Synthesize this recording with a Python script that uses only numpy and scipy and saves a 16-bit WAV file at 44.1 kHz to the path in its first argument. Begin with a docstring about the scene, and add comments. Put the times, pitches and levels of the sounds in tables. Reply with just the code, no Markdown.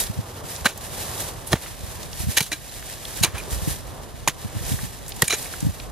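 """Outdoors, a pickax bites into dry soil and roots: grit crunches, the steel head rings briefly, the ground thuds.
Crushing is noise in bursts that rise fast and die exponentially; steel, roots and stones are damped modes.
Clothes and leaf litter rustle as grainy noise, crumbs tick as short noise bursts, far traffic drones as low noise.
Light wind puffs as low noise and swelling tones on a small stereo microphone, whose limiter ducks at the blows."""
import sys
import numpy as np
from scipy import signal
from scipy.fft import rfft, irfft, next_fast_len
from scipy.io import wavfile
from scipy.ndimage import minimum_filter1d, map_coordinates

SR = 44100
rng = np.random.default_rng(int(sys.argv[2]) if len(sys.argv) > 2 else 0)


def int16_out(signal):
    """Quantize to a 16-bit WAV file."""
    q = np.round(np.clip(np.atleast_2d(signal).T, -1, 1) * 32767)
    wavfile.write(sys.argv[1], SR, q.astype(np.int16))


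N = 260977

# Modes of the steel head, damped by soil. Each row: frequency in hertz, bandwidth in hertz,
# level in dB under steady shaking.
STEEL_MODES = [(1615, 130, -7), (1875, 150, -6), (2340, 85, 1), (2950, 150, -5), (3980, 60, 2),
               (5400, 120, -4), (5850, 130, -5), (6450, 130, -2), (6960, 80, -1), (8720, 150, -6),
               (9260, 200, -2), (11550, 150, -9)]
# Spectral density of rustling cloth and leaves. Each row: frequency in hertz, relative density in dB per hertz.
CLOTH_SPECTRUM = [(710, -5.5), (1200, -9), (1340, -9.5), (1790, -1), (2180, -4), (3550, -0.5), (3830, 1),
                  (4170, -1), (11900, -2.5), (14500, -12.5), (16000, -29)]
# How the microphone pair hears surrounding sound. Each row: frequency in hertz, likeness of the channels (0-1),
# lead of the left in radians, left minus right in dB.
AROUND_PAIR = [(59, 1, 0.5, -0.46), (200, 0.92, 0, -0.9), (726, 0.51, 0, -1.2), (1380, 0.5, -1, -1.5),
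               (2900, 0.78, 1.07, -1), (5830, 0.39, -1.5, -0.67), (8250, 0.23, -1.5, -2),
               (12900, 0.48, -4.5, -1.5)]


def amp(db):
    """Decibels to an amplitude ratio, by the logarithmic law of level."""
    return 10 ** (np.asarray(db) / 20)


def unit(x):
    """Normalization to unit root-mean-square amplitude."""
    return x / np.sqrt(np.mean(x ** 2) + 1e-20)


def along(points, hz):
    """Interpolation of (Hz, value, ..) columns on a logarithmic frequency axis."""
    f, *columns = np.transpose(points)
    return [np.interp(np.log(hz + 1), np.log(f + 1), column) for column in columns]


def curves(rows):
    """Linear interpolation in time: one value per sample for each column after the seconds."""
    s, *columns = np.transpose(rows)
    return [np.interp(np.arange(N) / SR, s, column) for column in columns]


def wobble(rate):
    """Band-limited random modulation: a smooth curve through random knots, rate of them a second."""
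    knots = rng.standard_normal(int(N * rate / SR) + 4)
    return map_coordinates(knots, [np.arange(N) * rate / SR])


def filtered(x, response):
    """Linear filtering: the spectrum of x times a complex response of frequency."""
    m = next_fast_len(N + SR // 2)  # zero padding keeps the tail from wrapping round
    return irfft(rfft(x, m) * response(np.fft.rfftfreq(m, 1 / SR)), m)[..., :N]


def noise(spectrum, grain_db, grain_rate):
    """Spectrally shaped noise: two unrelated noises of joint rms 1 that share one grainy flicker."""
    raw = rng.standard_normal((2, N)) * amp(grain_db * wobble(grain_rate))
    return unit(filtered(raw, lambda hz: amp(along(spectrum, hz)[0])))


def ringing(modes):
    """Modal superposition: the response of a set of resonances with alternating sign."""
    def response(f):
        total = 0
        for k, (center, width, db) in enumerate(modes):
            resonance = 1j * f * width / (center * center - f * f + 1j * f * width)
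            total = total + (-1) ** k * amp(db) * resonance
        return total
    return response


def heard(pair, ports):
    """Interchannel coherence: mixes a sound and its unrelated twin into left and right; the mean keeps its level."""
    def response(hz):
        alike, lead, lean_db = along(ports, hz)
        turn = np.arccos(np.clip(alike, 0, 1)) / 2
        left = amp(lean_db / 2) * np.exp(.5j * lead)
        shared, unrelated = np.cos(turn), np.sin(turn)
        mean = np.hypot(abs(left + 1 / left) * shared, abs(left - 1 / left) * unrelated) / 2
        return np.array([[left * shared, left * unrelated], [shared / left, -unrelated / left]]) / mean
    return filtered(pair, response).sum(axis=1)


def add(track, s, sound):
    """Superposition: mixes a short sound in at s seconds."""
    part = track[..., round(s * SR):][..., :sound.shape[-1]]
    part += sound[..., :part.shape[-1]]


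def traffic():
    """Broadband drone: far traffic as low noise of slowly fluctuating level."""
    # Each row: time in seconds, level in dB about which the drone fluctuates.
    traffic_levels = [(0, -39.5), (1, -39.5), (2, -41.5), (2.7, -46), (3.4, -40), (4.4, -44), (5.92, -40)]
    # Each row: frequency in hertz, relative density in dB per hertz.
    drone_spectrum = [(30, -0.5), (100, 8), (200, -3.5), (350, -4.5), (540, -1.5), (1130, -7),
                      (2500, -27.5), (3250, -23), (5500, -120)]
    level_db = curves(traffic_levels)[0] + 2.6 * wobble(5.27)
    return amp(level_db) * noise(drone_spectrum, 0.2, 34)


def wind():
    """Turbulent pressure: low noise flutters on the microphone, and strong eddies add swelling tones."""
    # Each row: time in seconds, level in dB of the steady flutter.
    wind_levels = [(0.0, -51), (0.05, -36), (0.18, -68), (0.33, -72), (0.77, -42), (0.92, -45), (1.14, -50),
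                   (1.43, -43.5), (2.34, -43), (2.67, -47.5), (3.43, -41.5), (3.84, -40.5), (4.48, -44),
                   (4.65, -38), (4.78, -39), (4.91, -40.5), (5.5, -44), (5.92, -39.5)]
    # Each row: frequency in hertz, relative density in dB per hertz.
    buffet_spectrum = [(13, -22), (22, -10), (43, 10.5), (107, -2), (135, 0), (157, -3.5), (300, -23),
                       (390, -13), (660, -120)]
    # Strongest eddies. Each row: time in seconds (the swell starts 4 ms before it), level in dB, pitch in hertz.
    puffs = [(0.099, -22, 105), (0.172, -27, 90), (0.19, -21, 109), (0.44, -33, 119.5), (0.615, -32, 69.4),
             (1.836, -29, 95), (2.2, -24.5, 74), (2.239, -24.5, 91.5), (2.27, -19.5, 88),
             (2.289, -18.5, 101), (3.214, -20.5, 100), (3.279, -25.5, 86), (3.34, -22.5, 76),
             (3.522, -18.5, 59), (3.561, -23, 60), (3.625, -22, 79.5), (3.679, -18, 145), (3.707, -22, 68),
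             (4.451, -22.5, 100.5), (4.554, -29, 112), (4.565, -23, 107), (4.609, -25.5, 90),
             (4.719, -20, 124), (4.738, -20, 102), (4.835, -25.5, 113), (4.848, -32, 110),
             (5.631, -22, 143), (5.652, -18, 89), (5.669, -15.5, 135), (5.689, -17.5, 90)]
    out = amp(curves(wind_levels)[0]) * noise(buffet_spectrum, 1.9, 8.5)
    t = np.arange(SR // 12) / SR
    for (s, db, hz), phase in zip(puffs, rng.uniform(0, 2 * np.pi, len(puffs))):
        swell = t * hz / 0.55 * np.exp(1 - t * hz / 0.52)  # fullest after about half a cycle
        cycle = 2 * np.pi * hz * t + phase
        swing = np.sin(cycle) + 0.33 * np.sin(2 * cycle)  # the overtone makes it lopsided
        add(out[0], s - .004, amp(db) * swell * swing)
    return out


def crackle():
    """Poisson process: dry bits of leaf and soil snap at random, each a noise burst of about a millisecond."""
    rate, spread_db, decay_s = 330, 3.5, 0.0013  # snaps per second, size scatter in dB, e-fold time
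    sizes = amp(spread_db * np.minimum(rng.exponential(size=N), 3.5))
    snaps = (rng.uniform(size=N) < rate / SR) * sizes
    bursts = signal.lfilter([1], [1, -np.exp(-1 / (decay_s * SR))], snaps)
    return unit(filtered(bursts * rng.standard_normal((2, N)), lambda hz: amp(along(CLOTH_SPECTRUM, hz)[0])))


def rustle():
    """Friction noise: clothes and leaves make dense fine grains, crisper as the movement grows brisker."""
    # Each row: time in seconds, level in dB about which the rustle flickers.
    rustle_levels = [(0, -23.5), (.115, -42.5), (.42, -46), (.494, -34), (.62, -42.5), (.758, -46),
                     (.863, -37), (.93, -39.5), (.993, -34.5), (1.122, -39.5), (1.207, -31.5), (1.36, -45),
                     (1.46, -42.5), (1.69, -40), (1.76, -43.5), (1.94, -41), (2.105, -43), (2.22, -33.5),
                     (2.27, -40.5), (2.32, -33.5), (2.37, -39), (2.579, -43.5), (2.794, -39.5),
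                     (2.998, -42), (3.22, -35.5), (3.317, -43), (3.467, -44.5), (3.527, -31), (3.6, -37.5),
                     (3.707, -29.5), (3.826, -45.5), (4.2, -48), (4.36, -46.5), (4.42, -42), (4.505, -47),
                     (4.724, -32), (5.03, -45.5), (5.178, -42), (5.37, -32), (5.5, -38), (5.642, -39),
                     (5.917, -48)]
    crisp_full_db, crisp_range_db = -20, 33  # all crisp at this level, all dull this far below
    crackle_db = -9.5  # re the rustle
    db, = curves(rustle_levels)
    # the spectrum tilts 4 dB per octave about 5 kHz either way
    dull = noise([(hz, v - 4 * np.log2(hz / 5000)) for hz, v in CLOTH_SPECTRUM], 1.4, 900)
    crisp = noise([(hz, v + 4 * np.log2(hz / 5000)) for hz, v in CLOTH_SPECTRUM], 1.0, 1500)
    share = np.clip(1 + (db - crisp_full_db) / crisp_range_db, 0, 1)
    grains = np.sqrt(1 - share) * dull + np.sqrt(share) * crisp
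    flicker_db = 1.3 * wobble(30) + 1 * wobble(90)
    return amp(db + flicker_db) * (grains + amp(crackle_db) * crackle())


def scattered(count, db, hz):
    """Random scatter: rows (s, dB, pitch Hz) of small ticks, within 4 dB and 1.3 octaves of the given centre."""
    when, size, pitch = rng.uniform(size=(count, 3)).T
    return list(zip(when * N / SR, db + 8 * (size - .5), hz * 2 ** (2.6 * (pitch - .5))))


def crumbs():
    """Impact noise: each crumb or twig is a short decaying burst of noise in a band around its pitch."""
    # Loudest crumbs and twigs. Each row: start in seconds, level in dB, pitch in hertz.
    ticks = [(.0674, -29.5, 3870), (.562, -29, 5770), (.776, -29.5, 10600), (1.2034, -25, 9670),
             (1.6357, -34.5, 2330), (1.661, -30, 1890), (2.0306, -33, 5200), (2.13, -30, 4450),
             (2.8262, -36, 1760), (3.0528, -28.5, 3840), (3.173, -30, 10000), (3.2024, -32, 6890),
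             (3.512, -30, 9360), (4.49, -39, 1790), (4.58, -40, 3500), (4.651, -33, 6720),
             (4.789, -27.5, 1680), (5.0814, -30.5, 9600), (5.092, -30, 11500), (5.1203, -27, 4030),
             (5.163, -37, 10100), (5.4263, -27.5, 8300), (5.4571, -28, 1930), (5.5378, -28, 1670),
             (5.6045, -27.5, 7750), (5.8, -30, 3470)]
    t60 = 0.026  # s
    out, t = np.zeros((2, N)), np.arange(SR // 20) / SR
    for s, db, hz in list(ticks) + scattered(count=14, db=-47, hz=4800):
        band = signal.butter(2, [hz / 1.53, min(hz * 1.3, SR / 2.2)], "bandpass", fs=SR)
        burst = unit(signal.lfilter(*band, rng.standard_normal((2, len(t)))))
        add(out, s, amp(db - 60 * t / t60) * burst)
    return out


def ground():
    """Damped yielding: the ground gives in flattened low swings that die fast, roughened by breaking clods."""
    # Each row: time in seconds (the thud starts half a cycle before it), level in dB, pitch in hertz.
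    thuds = [(0.659, -16.5, 251), (0.666, -25, 546), (1.518, -19.5, 76.6), (1.532, -19, 330),
             (1.5361, -3.5, 140), (1.552, -24, 79.5), (2.411, -14, 144), (2.52, -33, 313),
             (2.533, -36, 304), (3.238, -18.5, 150), (3.246, -24, 332), (3.479, -33, 393),
             (3.496, -33, 398), (4.281, -27, 343), (4.284, -22.5, 138), (5.2279, -10.5, 144),
             (5.3344, -18, 420)]
    # Each row: frequency in hertz, relative density in dB per hertz.
    clod_spectrum = [(120, -45), (250, 15.5), (400, 12), (800, 14), (1400, -14)]
    full_build_s, longer_per_db = 0.018, 0.5  # 60 dB build at 0 dB; weak thuds last longer, dB of time per dB
    dies_faster = 1.96  # than it builds
    clods_db = -9  # re the thud's envelope
    out, clods = np.zeros((2, N)), np.zeros(N)
    for s, db, hz in thuds:
        t = np.arange(SR // 5) / SR - .5 / hz
        late = t - 0.575 / hz  # time after the envelope's peak
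        build_s = full_build_s * amp(-longer_per_db * db)
        shape = amp(db - 60 * np.maximum(-late, dies_faster * late) / build_s)
        blunt = np.tanh(2 * np.sin(2 * np.pi * hz * t))
        add(out[0], s - .5 / hz, shape * blunt)
        add(clods, s - .5 / hz - .003, amp(clods_db) * shape)  # clods break 3 ms ahead
    return out + clods * noise(clod_spectrum, 2.2, 330)


def clinks():
    """Modal excitation: a stone striking the steel rings the head's modes, those near its favoured mode the most."""
    # Each row: start in seconds, level in dB of the favoured mode, favoured mode in hertz.
    stone_strikes = [(0.659, -11, 1615), (0.6593, -7.5, 2950), (0.661, -11.5, 3980), (1.53, -17, 5400),
                     (1.530, -16, 3980), (1.661, -35, 1875), (2.464, -29, 3980), (2.5188, -15, 1875),
                     (2.525, -19, 2340), (2.5312, -17, 3980), (2.533, -19, 2340), (2.694, -32, 3980),
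                     (3.229, -17, 6960), (3.234, -13, 6960), (3.2347, -10, 3980), (3.2411, -8, 2950),
                     (3.2462, -6.5, 9260), (4.277, -9, 6960), (5.223, -21, 6960), (5.2797, -6.5, 9260),
                     (5.283, -10, 9260), (5.281, -18, 2340), (5.2798, -16.5, 3980), (5.281, -16, 6960),
                     (5.299, -18, 2340), (5.308, -9, 3980), (5.3065, -16, 2340), (5.309, -23, 5400),
                     (5.316, -12, 3980), (5.329, -15, 2340), (5.334, -11, 6450), (5.341, -11, 6960),
                     (5.344, -25, 2340), (5.3645, -26, 6450), (5.457, -31, 1875), (5.538, -32, 1615)]
    fall_db = 40  # other modes weaken this much per octave from the favoured one
    out, t = np.zeros((2, N)), np.arange(SR // 10) / SR
    all_phases = rng.uniform(0, 2 * np.pi, (len(stone_strikes), len(STEEL_MODES)))
    for (s, db, favoured), phases in zip(stone_strikes, all_phases):
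        ring = np.zeros(len(t))
        for (hz, width, _), phase in zip(STEEL_MODES, phases):
            level = amp(db - fall_db * abs(np.log2(hz / favoured)))
            decay = np.exp(-np.pi * 1.2 * width * t)  # a fifth faster than the bandwidth implies
            ring += level * decay * np.sin(2 * np.pi * hz * t + phase)
        add(out[0], s, (1 - np.exp(-t / 0.00051)) * ring)
    return out


def knocks():
    """Bar vibration: a root or stone met by the head sets off one short damped tone and its inharmonic overtone."""
    # Each row: start in seconds, level in dB, pitch in hertz, t60 in seconds.
    hard_spots = [(.649, -16, 810, 0.0076), (0.6554, -11.5, 1230, 0.022), (0.6573, -6.5, 1560, 0.035),
                  (.664, -11, 1620, .025), (1.5298, -8.5, 1850, 0.026), (1.531, -13, 1250, 0.021),
                  (2.371, -10.5, 1750, 0.019), (2.378, -9, 1890, 0.023), (2.4058, -16, 2380, .03),
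                  (2.519, -25, 1680, .015), (2.531, -23, 1645, 0.05), (3.2375, -13, 825, 0.018),
                  (3.247, -12, 2400, 0.027), (3.263, -24, 1600, .015), (3.381, -22, 2460, 0.03),
                  (3.4, -27, 2410, .032), (4.2762, -6.5, 2470, 0.016), (4.2756, -5, 900, 0.011),
                  (4.2831, -10, 1890, .018), (5.2232, -4.5, 1890, 0.022), (5.2271, -13, 600, .015),
                  (5.2214, -11, 1534, 0.02), (5.3056, -8, 2380, 0.041), (5.306, -21, 1310, .03)]
    overtone, overtone_db = 2.6, -14  # the second mode as a multiple of the first, and its level
    out, t = np.zeros((2, N)), np.arange(SR // 10) / SR
    for s, db, hz, t60 in hard_spots:
        tone = np.sin(2 * np.pi * hz * t) + amp(overtone_db) * np.sin(2 * np.pi * overtone * hz * t)
        onset = 1 - np.exp(-t / 0.00042)
        add(out[0], s, amp(db - 60 * t / t60) * onset * tone)
    return out


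def pick():
    """Granular fracture and forced vibration: contacts crush grit in three sizes and shake the steel head."""
    # Contacts of the head with the soil. Each row: peak in seconds, grit level in dB, t60 in seconds,
    # coarse chop in dB re grit, shaking of the steel in dB re grit.
    bites = [(0.649, -30, 0.057, -2, 13), (0.657, -19.5, 0.031, -1.5, 18), (0.664, -22, 0.066, 4.5, 12),
             (0.691, -33.5, 0.14, -2, 9), (1.474, -40, 0.11, -29, 0), (1.523, -29, 0.15, -3.5, -6),
             (1.5311, -22.5, 0.02, 10.5, -4), (1.558, -45, 0.081, 15, 0), (2.371, -21, 0.064, -9, 19),
             (2.3755, -11, 0.022, -8.5, 2), (2.3827, -14.5, 0.021, -8, 5), (2.392, -27, 0.095, -4, 18),
             (2.4068, -15.5, 0.032, -4.5, 3), (2.427, -25, 0.1, -13, 2), (2.465, -36, 0.11, -7, 4),
             (2.519, -28.5, 0.036, 0.5, 23), (2.53, -30, 0.097, -4, 17.5), (3.23, -28, 0.075, -10, 21.5),
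             (3.2374, -13.5, 0.047, -8, 3), (3.2467, -18.5, 0.025, -2, 11), (3.259, -31.5, 0.13, 6.5, 6),
             (3.353, -45, 0.34, 11.5, 16), (3.384, -40, 0.12, -16, 12), (4.2768, -14, 0.019, 1, 7),
             (4.284, -14.5, 0.019, -4, 5), (4.294, -30, 0.07, 1.5, 11), (5.2214, -15.5, 0.013, -20, -5),
             (5.222, -18, 0.036, 1.5, 5), (5.243, -27, 0.073, -8, -3), (5.2775, -35, 0.03, -20, 10),
             (5.281, -28, 0.029, -12, 22), (5.299, -26, 0.039, -2, 16), (5.306, -23, 0.033, -5, 21),
             (5.317, -29, .035, -14, 13), (5.327, -23.5, 0.097, 1, 20), (5.338, -25, 0.029, 4, 16),
             (5.346, -30, 0.051, -6, 16)]
    # In these three spectra, each row: frequency in hertz, relative density in dB per hertz.
    chop_spectrum = [(350, -12), (500, -7.5), (900, -5), (1300, -6.5), (1800, -6), (2500, -9.5),
                     (3500, -13.5), (5000, -31)]
    grit_spectrum = [(1800, -10), (2800, 7), (4000, 9), (5200, 4), (6500, 8.5), (8000, 1), (10000, -55)]
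    spray_spectrum = [(5500, -40), (7500, -4.5), (10000, 3), (13000, -3), (15500, -15), (17000, -38)]
    rise_share = 0.044  # e-fold time of the rise as a share of t60
    spray_base_db, spray_per_chop = -4, -0.38  # fine spray re grit; the coarser the soil, the less of it
    split_hz, high_modes_db = 4700, -4.5  # upper steel modes re the lower
    lead = .04  # s of rise before the peak
    chop, grit, spray, shake = np.zeros((4, N))
    t = np.arange(SR // 5) / SR - lead
    for s, db, t60, chop_db, steel_db in bites:
        shape = amp(db) * np.where(t < 0, np.exp(t / (rise_share * t60)), amp(-60 * t / t60))
        spray_db = spray_base_db + spray_per_chop * chop_db
        for track, rel_db in ((chop, chop_db), (grit, 0), (spray, spray_db), (shake, steel_db)):
            add(track, s - lead, amp(rel_db) * shape)
    crunch = chop * noise(chop_spectrum, 2, 900)
    crunch += grit * noise(grit_spectrum, 3, 1200)
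    crunch += spray * noise(spray_spectrum, 3, 3000)
    stones = rng.standard_normal((2, 2, N)) * amp(4 * wobble(700))  # stones knock the steel unevenly
    low = filtered(shake * unit(stones[0]), ringing([m for m in STEEL_MODES if m[0] < split_hz]))
    high = filtered(shake * unit(stones[1]), ringing([m for m in STEEL_MODES if m[0] > split_hz]))
    return crunch + low + amp(high_modes_db) * high


def scene():
    """Superposition: the surroundings, the wind at the microphone and the near digging, each heard in its own way."""
    # How the pair hears wind, then the near digging. Each row: frequency in hertz, likeness of the channels (0-1),
    # lead of the left in radians, left minus right in dB.
    wind_pair = [(35, .98, 0, -3), (70, .95, 1.3, -5), (120, .95, 2.1, -1.5), (180, .95, 2.5, 1.5),
                 (260, .9, 2.7, 3)]
    near_pair = [(100, 0.92, -0.11, 0), (800, 0.98, -0.33, -2.5), (3080, 1, -0.47, -0.5),
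                 (7100, 0.46, -0.33, -2.5), (12000, 0.54, -0.64, -1.5)]
    background = heard(traffic(), AROUND_PAIR) + heard(wind(), wind_pair)
    movement = heard(rustle(), AROUND_PAIR)
    digging = heard(crumbs() + ground() + clinks() + knocks() + pick(), near_pair)
    return background + movement + digging


def record(dry):
    """Dynamic range compression: a limiter ducks and recovers smoothly; then soft clipping and band limits."""
    level_db = 20 * np.log10(np.abs(dry).max(axis=0) + 1e-9)
    need_db = -.8 * np.clip(level_db + 16, 0, 30)  # acts above -16 dB
    held_db = minimum_filter1d(need_db, size=SR // 100, origin=SR // 200 - 1)  # holds for 10 ms
    keep = np.exp(-1 / (0.077 * SR))  # 77 ms smoothing, down and up
    wet = dry * amp(signal.lfilter([1 - keep], [1, -keep], held_db))
    wet = wet / (1 + np.abs(wet / .95) ** 6) ** (1 / 6)  # soft clipping toward 0.95
    bass_cut = signal.butter(2, 33, "highpass", fs=SR, output="sos")
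    top_hz = 16000
    return filtered(signal.sosfilt(bass_cut, wet), lambda hz: 1 / (1 + (hz / top_hz) ** 100))


dry = scene()
out = record(dry)
int16_out(out)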